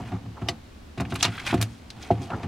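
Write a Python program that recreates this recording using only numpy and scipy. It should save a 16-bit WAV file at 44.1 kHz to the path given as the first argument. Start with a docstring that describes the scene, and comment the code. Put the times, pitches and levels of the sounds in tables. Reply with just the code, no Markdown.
"""Quiet kitchen, heard from close above: a clear plastic bin slides out of a fridge; a hand picks a wrapped
piece of cheese from it and starts to push it back.
Knocks ring modes of the bin and, swelling later, of the shelf and cabinet; wrappers snap (filtered noise bursts)
and rustle (dense grains); sliding is grain scrape plus cabinet rumble, over a low noise hush."""
import sys
import numpy as np
from scipy import signal
from scipy.fft import rfft, irfft, next_fast_len
from scipy.io import wavfile

SR = 44100
rng = np.random.default_rng(int(sys.argv[2]) if len(sys.argv) > 2 else 0)


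def wav_record(signal):
    """Record a signal, one row per channel, as 16-bit PCM in the file named by sys.argv[1]."""
    frames = np.transpose(np.atleast_2d(signal))
    bounded = np.clip(frames, -1, 1)
    # unit amplitude maps onto the largest positive 16-bit level
    quanta = np.round(bounded * 32767).astype(np.int16)
    wavfile.write(sys.argv[1], SR, quanta)


N = 109147  # samples
RING_N, REFERENCE_S = 22050, 0.01  # ring length in samples; reference time for burst energy


def undb(db):
    """Decibels to amplitude gain."""
    return 10 ** (np.asarray(db) / 20)


def fade(t60_s):
    """Exponential decay over RING_N samples, -60 dB at t60_s."""
    return np.exp(-np.log(1000) * np.arange(RING_N) / SR / t60_s)


def set_energy(x, level_db):
    """Scale a burst to the energy of level_db rms held for REFERENCE_S."""
    return x * undb(level_db) * np.sqrt(REFERENCE_S * SR / np.sum(x ** 2))


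def unit(x):
    """Scale to rms 1."""
    return x / np.sqrt(np.mean(x ** 2))


def add(out, x, start_s):
    """Mix x into out at start_s, cut at the end."""
    i = max(int(start_s * SR), 0)
    out[i:i + len(x)] += x[:max(N - i, 0)]


def curve(points, f):
    """Gain at f from (freq_hz, gain_db) points, linear in dB over log frequency."""
    hz, db = np.array(points).T
    return undb(np.interp(np.log(f), np.log(hz), db))


def colour(x, gain):
    """Minimum-phase filter with magnitude gain(f), built by folding the cepstrum."""
    size = 4096
    f = np.maximum(np.fft.rfftfreq(size, 1 / SR), 1)
    cepstrum = irfft(np.log(gain(f) + 1e-7))
    cepstrum[1:size // 2] *= 2
    cepstrum[size // 2 + 1:] = 0
    impulse = irfft(np.exp(rfft(cepstrum)))
    return signal.fftconvolve(x, impulse)[:len(x)]


RISE_CYCLES, DETUNE = 1.36, 0.007  # swell time in cycles; random detune, relative sd


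def ring(modes, soft_hz, damping=1):
    """Modes swell, low ones later, and decay; a soft contact weakens those above soft_hz."""
    t = np.arange(RING_N) / SR
    detune = 1 + DETUNE * rng.standard_normal(len(modes))
    out = np.zeros(RING_N)
    for (hz, db, t60_s), d in zip(modes, detune):
        gain = undb(db) / np.hypot(1, (hz / soft_hz) ** 2)
        swell = 1 - np.exp(-(t * hz / RISE_CYCLES) ** 2)
        out += gain * swell * fade(t60_s / damping) * np.sin(2 * np.pi * hz * d * t)
    return out


TICK_S, TICK_DB = 0.00005, 9
TAIL_T60_S, TAIL_DB, TAIL_HZ = 0.11, -12, 7000


def crack(t60_s):
    """A tick, then the dense high modes of thin plastic as noise, and their echo in the fridge."""
    t = np.arange(RING_N) / SR
    near, echo = rng.standard_normal((2, RING_N))
    echo = signal.lfilter(*signal.butter(1, TAIL_HZ, fs=SR), echo)
    tick = undb(TICK_DB) * np.exp(-t / TICK_S)
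    return near * (tick + fade(t60_s)) + echo * undb(TAIL_DB) * fade(TAIL_T60_S)


# narrow peaks and dips in the thin walls' high colour: [freq_hz, gain_db]
WALL_COLOUR = [(1580, 3.5), (2440, 4), (2820, 4), (3000, -9.5), (3720, 4.5), (4240, 6.5), (4980, 4.5),
               (5510, -16)]
WALL_WIDTH_HZ = 38


def walls(f):
    """Gain of the thin walls: narrow peaks and dips that colour cracks and film."""
    change = sum((undb(db) - 1) / (1 + (2 * (f - hz) / WALL_WIDTH_HZ) ** 2) for hz, db in WALL_COLOUR)
    return 1 + change


# modes of the bin, t60 before grip damping: [freq_hz, relative_level_db, t60_s]
BIN_MODES = [(309, -8, 0.3), (365.8, 8, 0.12), (500.7, -6.5, 0.22), (695.3, 10.5, 0.11), (725.5, 6, 0.076),
             (800.5, 6, 0.091), (960, -5.5, 0.08), (1120, -4, 0.029), (1300, -5.5, 0.041)]
# modes of the shelf and cabinet: [freq_hz, relative_level_db, t60_s]
CABINET_MODES = [(73.4, -2, 0.16), (110.8, 1.5, 0.25), (125.1, -2.5, 0.12), (178.5, -1, 0.14),
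                 (231.1, 1.5, 0.085), (260, -0.5, 0.093)]
# colour of the cracks: [freq_hz, gain_db]
CRACK_COLOUR = [(300, -11.5), (600, -10.5), (1100, 3), (1650, -2), (2100, -1.5), (2850, 2), (3250, -4.5),
                (3700, -0.5), (5000, -3), (8000, -2.5), (15000, -10.5)]
# knocks on the bin:
# [start_s, cabinet_db, wall_db, soft_corner_hz, crack_db, crack_corner_hz, contact_s]
KNOCKS = [(.001, -28, -45, 408, -54, 1210, 0.0039), (0.118, -25.5, -38.5, 690, -43, 1630, 0.0018),
          (.129, -26.5, -37, 430, -46, 1550, 0.0095), (0.258, -34.5, -47.5, 700, -51.5, 1500, 0.0021),
          (.415, -23, -36, 260, -40.5, 1580, 0.0033), (0.4852, -29, -26, 1080, -27.5, 5400, 0.0007),
          (0.974, -25, -33.5, 260, -38.5, 3000, 0.0051), (.998, -19, -29, 704, -30.5, 1840, 0.0015),
          (1.013, -25.5, -29, 570, -37, 1200, 0.0042), (1.120, -23, -30, 450, -33, 1930, 0.0017),
          (1.152, -31, -46, 302, -31.5, 3500, 0.0025), (1.2272, -60, -37, 2500, -19, 5400, 0.00003),
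          (1.246, -29, -28.5, 1500, -20.5, 3200, 0.0044), (1.276, -24, -36, 710, -37, 2580, 0.0047),
          (1.527, -27, -27.5, 586, -28, 980, 0.0011), (1.5402, -17.5, -21.5, 580, -30.5, 2620, 0.00047),
          (1.576, -22, -39, 295, -40, 3220, 0.0005), (1.602, -42, -36, 810, -38, 1300, 0.0029),
          (1.962, -38, -55, 300, -55, 2500, 0.0034), (2.1039, -15.5, -13, 1390, -38.5, 2760, 0.0065),
          (2.214, -57, -37, 356, -54, 1490, 0.0035), (2.3021, -41, -32.5, 910, -36, 1370, 0.0007),
          (2.329, -23.5, -37, 450, -55, 1400, 0.0031), (2.4305, -27, -36, 690, -37.5, 2200, 0.00091),
          (2.443, -25, -35, 402, -43, 1200, 0.0022)]
CRACK_T60_S = 0.064
GRIP_DB = -7  # a knock with this wall_db presses the hand on enough to halve the walls' t60


def knocks():
    """Each knock cracks as contact builds, rings the walls and shakes the cabinet."""
    out, t = np.zeros(N), np.arange(RING_N) / SR
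    for start_s, cabinet_db, wall_db, soft_hz, crack_db, crack_hz, contact_s in KNOCKS:
        pressed = crack(CRACK_T60_S) * (1 - np.exp(-(t / contact_s) ** 2))
        edge = colour(pressed, lambda f: curve(CRACK_COLOUR, f) * walls(f) / np.hypot(1, (f / crack_hz) ** 2.14))
        damping = 1 + undb(wall_db - GRIP_DB)
        add(out, set_energy(ring(CABINET_MODES, soft_hz), cabinet_db), start_s)
        add(out, set_energy(ring(BIN_MODES, soft_hz, damping), wall_db), start_s)
        add(out, set_energy(edge, crack_db), start_s)
    return out


# bumps of the cheese block as it comes free: [start_s, level_db]
BUMPS = [(1.5261, -20.5), (1.5413, -20.5)]
# dull modes of the block: [freq_hz, relative_level_db, t60_s]
CHEESE_MODES = [(253, -3, 0.057), (305.5, -7, 0.082)]


def cheese_bumps():
    """The block bumps twice, ringing its dull modes."""
    out = np.zeros(N)
    for start_s, level_db in BUMPS:
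        add(out, set_energy(ring(CHEESE_MODES, soft_hz=500), level_db), start_s)
    return out


# modes of the stiff front rim: [freq_hz, relative_level_db, t60_s]
RIM_MODES = [(1155, -0.5, 0.032), (1956, -5.5, 0.061), (2056, -3, 0.043), (2986, -1.5, 0.035),
             (3090, 1.5, 0.02), (3600, 2.5, 0.019), (4670, -5, 0.05), (5080, -3, 0.031), (5570, -3, 0.032)]
RIM_START_S, RIM_DB = 0.4864, -25


def rim_click():
    """The stiff front rim clicks once as the fingers let go, ringing its modes."""
    out = np.zeros(N)
    add(out, set_energy(ring(RIM_MODES, soft_hz=9000), RIM_DB), RIM_START_S)
    return out


FILM_TOP_HZ = 12800


def film(f, centre_hz, half_width_octaves):
    """Gain of a piece of film lying in the bin: a broad resonance, tilted down, times the walls."""
    octaves_off = np.log2(f / centre_hz)
    resonance = 1 / (1 + (octaves_off / half_width_octaves / 1.53) ** 2) ** 2
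    tilt = np.sqrt(centre_hz / (f + 400))
    return walls(f) * tilt * resonance / np.hypot(1, (f / FILM_TOP_HZ) ** 5)


GRAINS_PER_S, GRAIN_SCATTER_DB = 2200, 2.7
SPOT_OCTAVES, GRAIN_T60_S = 0.6, 0.02


def grains(rate_per_s, scatter_db, spots=14):
    """Dense tiny slips of uneven size at several spots, each with a short ring in its own register."""
    hits = rng.random(N) < rate_per_s / SR
    size = undb(scatter_db * np.minimum(rng.exponential(size=N), 3))
    slips = hits * rng.choice([-1, 1], N) * size
    spot = rng.integers(spots, size=N)
    out = np.zeros(N)
    for k, hz in enumerate(np.geomspace(BIN_MODES[0][0], FILM_TOP_HZ, spots)):
        spot_ring = colour(crack(GRAIN_T60_S), lambda f: 1 / (1 + (np.log2(f / hz) / SPOT_OCTAVES) ** 2))
        out += signal.fftconvolve(slips * (spot == k), spot_ring)[:N]
    return unit(out)


# snaps of the wrappers: [start_s, level_db, centre_hz, half_width_octaves]
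SNAPS = [(1.006, -41, 5700, 1.2), (1.0516, -41, 2220, 0.49), (1.142, -47, 8100, 1),
         (1.1584, -37.5, 4850, 2.2), (1.2283, -19, 5030, 0.52), (1.2427, -24, 3660, 0.28),
         (1.378, -34.5, 1680, 0.75), (1.3995, -36, 2250, 0.9), (1.4628, -41.5, 3300, 1.5),
         (1.473, -32.5, 2470, 0.63), (1.544, -44, 6950, 1.2), (1.6141, -27.5, 5200, 2.1),
         (1.6258, -26, 5100, 4), (1.9033, -39.5, 3770, 0.77), (2.027, -44.5, 5100, 0.4)]
SNAP_T60_S = 0.036


def snaps():
    """Stiff film buckles in single cracks."""
    out = np.zeros(N)
    for start_s, level_db, centre_hz, octaves in SNAPS:
        snap = colour(crack(SNAP_T60_S), lambda f: film(f, centre_hz, octaves))
        add(out, set_energy(snap, level_db), start_s)
    return out


# rustles of wrapper and sleeve: [peak_s, rise_s, fall_s, level_db, centre_hz]
RUSTLES = [(.08, 0.031, 0.024, -46.5, 1910), (1.105, 0.0045, 0.026, -43.5, 3600),
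           (1.209, 0.012, 0.009, -34, 3130), (1.252, 0.0045, 0.0022, -17.5, 2660),
           (1.37, 0.093, 0.14, -39.5, 1880), (1.468, 0.0068, 0.025, -28, 2300),
           (1.513, 0.019, 0.015, -35, 1750), (1.71, 0.033, 0.12, -57.5, 4100),
           (2.03, 0.026, 0.077, -44, 2500), (2.218, 0.0047, 0.043, -46, 3620)]
RUSTLE_OCTAVES, SHEEN_DB = 1, -30  # half width; flat gain under the resonance


def rustles():
    """Dragged film: coloured grains under exponential rises and falls."""
    out, t = np.zeros(N), np.arange(N) / SR
    crinkle = grains(GRAINS_PER_S, GRAIN_SCATTER_DB)
    for peak_s, rise_s, fall_s, level_db, centre_hz in RUSTLES:
        swell = np.exp(-np.maximum((peak_s - t) / rise_s, (t - peak_s) / fall_s))
        rustle = unit(colour(crinkle, lambda f: film(f, centre_hz, RUSTLE_OCTAVES) + undb(SHEEN_DB)))
        out += undb(level_db) * swell * rustle
    return out


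# the bin moving on its shelf, breakpoints: [time_s, rumble_db, scrape_db]
SLIDE = [(0, -47, -37.5), (.08, -36, -47.5), (.15, -36.5, -42), (.2, -44, -54.5), (0.298, -39, -58),
         (.4, -54.5, -49), (.52, -38.5, -43), (.62, -51.5, -70), (.95, -61, -67), (1.05, -34, -46.5),
         (1.43, -45, -51), (1.62, -28.5, -44), (1.78, -53.5, -68.5), (2.08, -50, -47), (2.2, -31, -43.5),
         (2.29, -42.5, -46), (2.35, -34.5, -39.5), (2.47, -46.5, -44.5)]
# colour of the scrape: [freq_hz, gain_db]
SCRAPE_COLOUR = [(200, 2.5), (370, 11.5), (560, -3), (720, 7), (1150, -0.5), (1600, -6.5), (2300, -8),
                 (4500, -15), (8000, -26), (15000, -40)]


def slide():
    """The bin sticks and slips on the shelf: grain scrape, and noise rumble through the cabinet modes."""
    t = np.arange(N) / SR
    time_s, rumble_db, scrape_db = np.array(SLIDE).T
    cabinet = ring(CABINET_MODES, soft_hz=500)
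    rumble = unit(signal.fftconvolve(rng.standard_normal(N), cabinet)[:N])
    scrape = unit(colour(grains(GRAINS_PER_S, GRAIN_SCATTER_DB), lambda f: curve(SCRAPE_COLOUR, f)))
    rumble *= undb(np.interp(t, time_s, rumble_db))
    scrape *= undb(np.interp(t, time_s, scrape_db))
    return rumble + scrape


# judders of the runners on the shelf: [start_s, length_s, level_db]
RUBS = [(0.13, .04, -47), (0.364, 0.025, -46), (2.319, 0.031, -31), (2.4, 0.014, -46)]
# resonances they drive: [freq_hz, width_hz, gain_db]
RUNNER_RESONANCES = [(530, 100, -6.5), (900, 220, 2), (1345, 440, -8)]


def runner_gain(f):
    """Summed gain of the runner resonances."""
    return sum(undb(db) / (1 + ((f / hz - hz / f) * hz / width_hz) ** 2)
               for hz, width_hz, db in RUNNER_RESONANCES)


def rubs():
    """The runners catch and judder in short bursts of slips."""
    t = np.arange(N) / SR
    judder = unit(colour(grains(GRAINS_PER_S / 2, GRAIN_SCATTER_DB), runner_gain))
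    level = sum(undb(level_db) / np.hypot(1, (2 * (t - start_s) / length_s - 1) ** 4)
                for start_s, length_s, level_db in RUBS)
    return judder * level


# side over mid of near sounds at the two microphones: [freq_hz, ratio_db]
NEAR_WIDTH = [(60, -38), (300, -21), (1400, -16), (2800, -13), (5500, -7), (10000, 0), (14000, 3)]
SCATTER_T60_S = 0.026
LEAN, LEAN_HZ = 0.034, 664  # the body of the bin sounds a little to the right


def spread(x):
    """Side signal of a near sound: the fridge walls scatter it differently to two close microphones."""
    size = next_fast_len(N + RING_N)
    f = np.fft.rfftfreq(size, 1 / SR) + 1
    phase = np.angle(rfft(rng.standard_normal(RING_N) * fade(SCATTER_T60_S), size))
    scattered = (1j * np.sin(phase) + 0.5 * np.cos(phase)) * curve(NEAR_WIDTH, f)
    lean = LEAN * np.exp(-np.log(f / LEAN_HZ) ** 2 / 2)
    return irfft(rfft(x, size) * (scattered - lean), size)[:N]


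# colour of the hush: [freq_hz, gain_db]
KITCHEN_COLOUR = [(22, -11), (34, -2), (50, -9.5), (74, 4.5), (110, -23.5), (230, -7.5), (450, -20),
                  (1000, -25), (4000, -31), (15000, -50)]
# side over mid of the diffuse hush: [freq_hz, ratio_db]
KITCHEN_WIDTH = [(60, -24), (300, -2.5), (1000, 0.5), (3000, -3), (10000, -1)]
KITCHEN_DB = -47  # rms, before the side is coloured by KITCHEN_WIDTH


def hush():
    """One channel of coloured steady noise."""
    return undb(KITCHEN_DB) * unit(colour(rng.standard_normal(N), lambda f: curve(KITCHEN_COLOUR, f)))


def kitchen():
    """The low, steady hush of fridge and room: independent noise as mid and side."""
    return hush(), colour(hush(), lambda f: curve(KITCHEN_WIDTH, f))


def scene():
    """All sources over the kitchen's hush, mid/side to left/right."""
    mid, side = kitchen()
    handling = knocks() + cheese_bumps() + rim_click()
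    for source in (handling, snaps() + rustles(), slide() + rubs()):
        mid = mid + source
        side = side + spread(source)
    return np.array([mid + side, mid - side])


TOP_HZ = 15800


def record(dry):
    """The recorder clips at full scale, then low-passes at TOP_HZ."""
    low_pass = signal.ellip(8, 0.2, 70, TOP_HZ, fs=SR, output="sos")
    return signal.sosfilt(low_pass, np.clip(dry, -1, 1))


dry = scene()
out = record(dry)
wav_record(out)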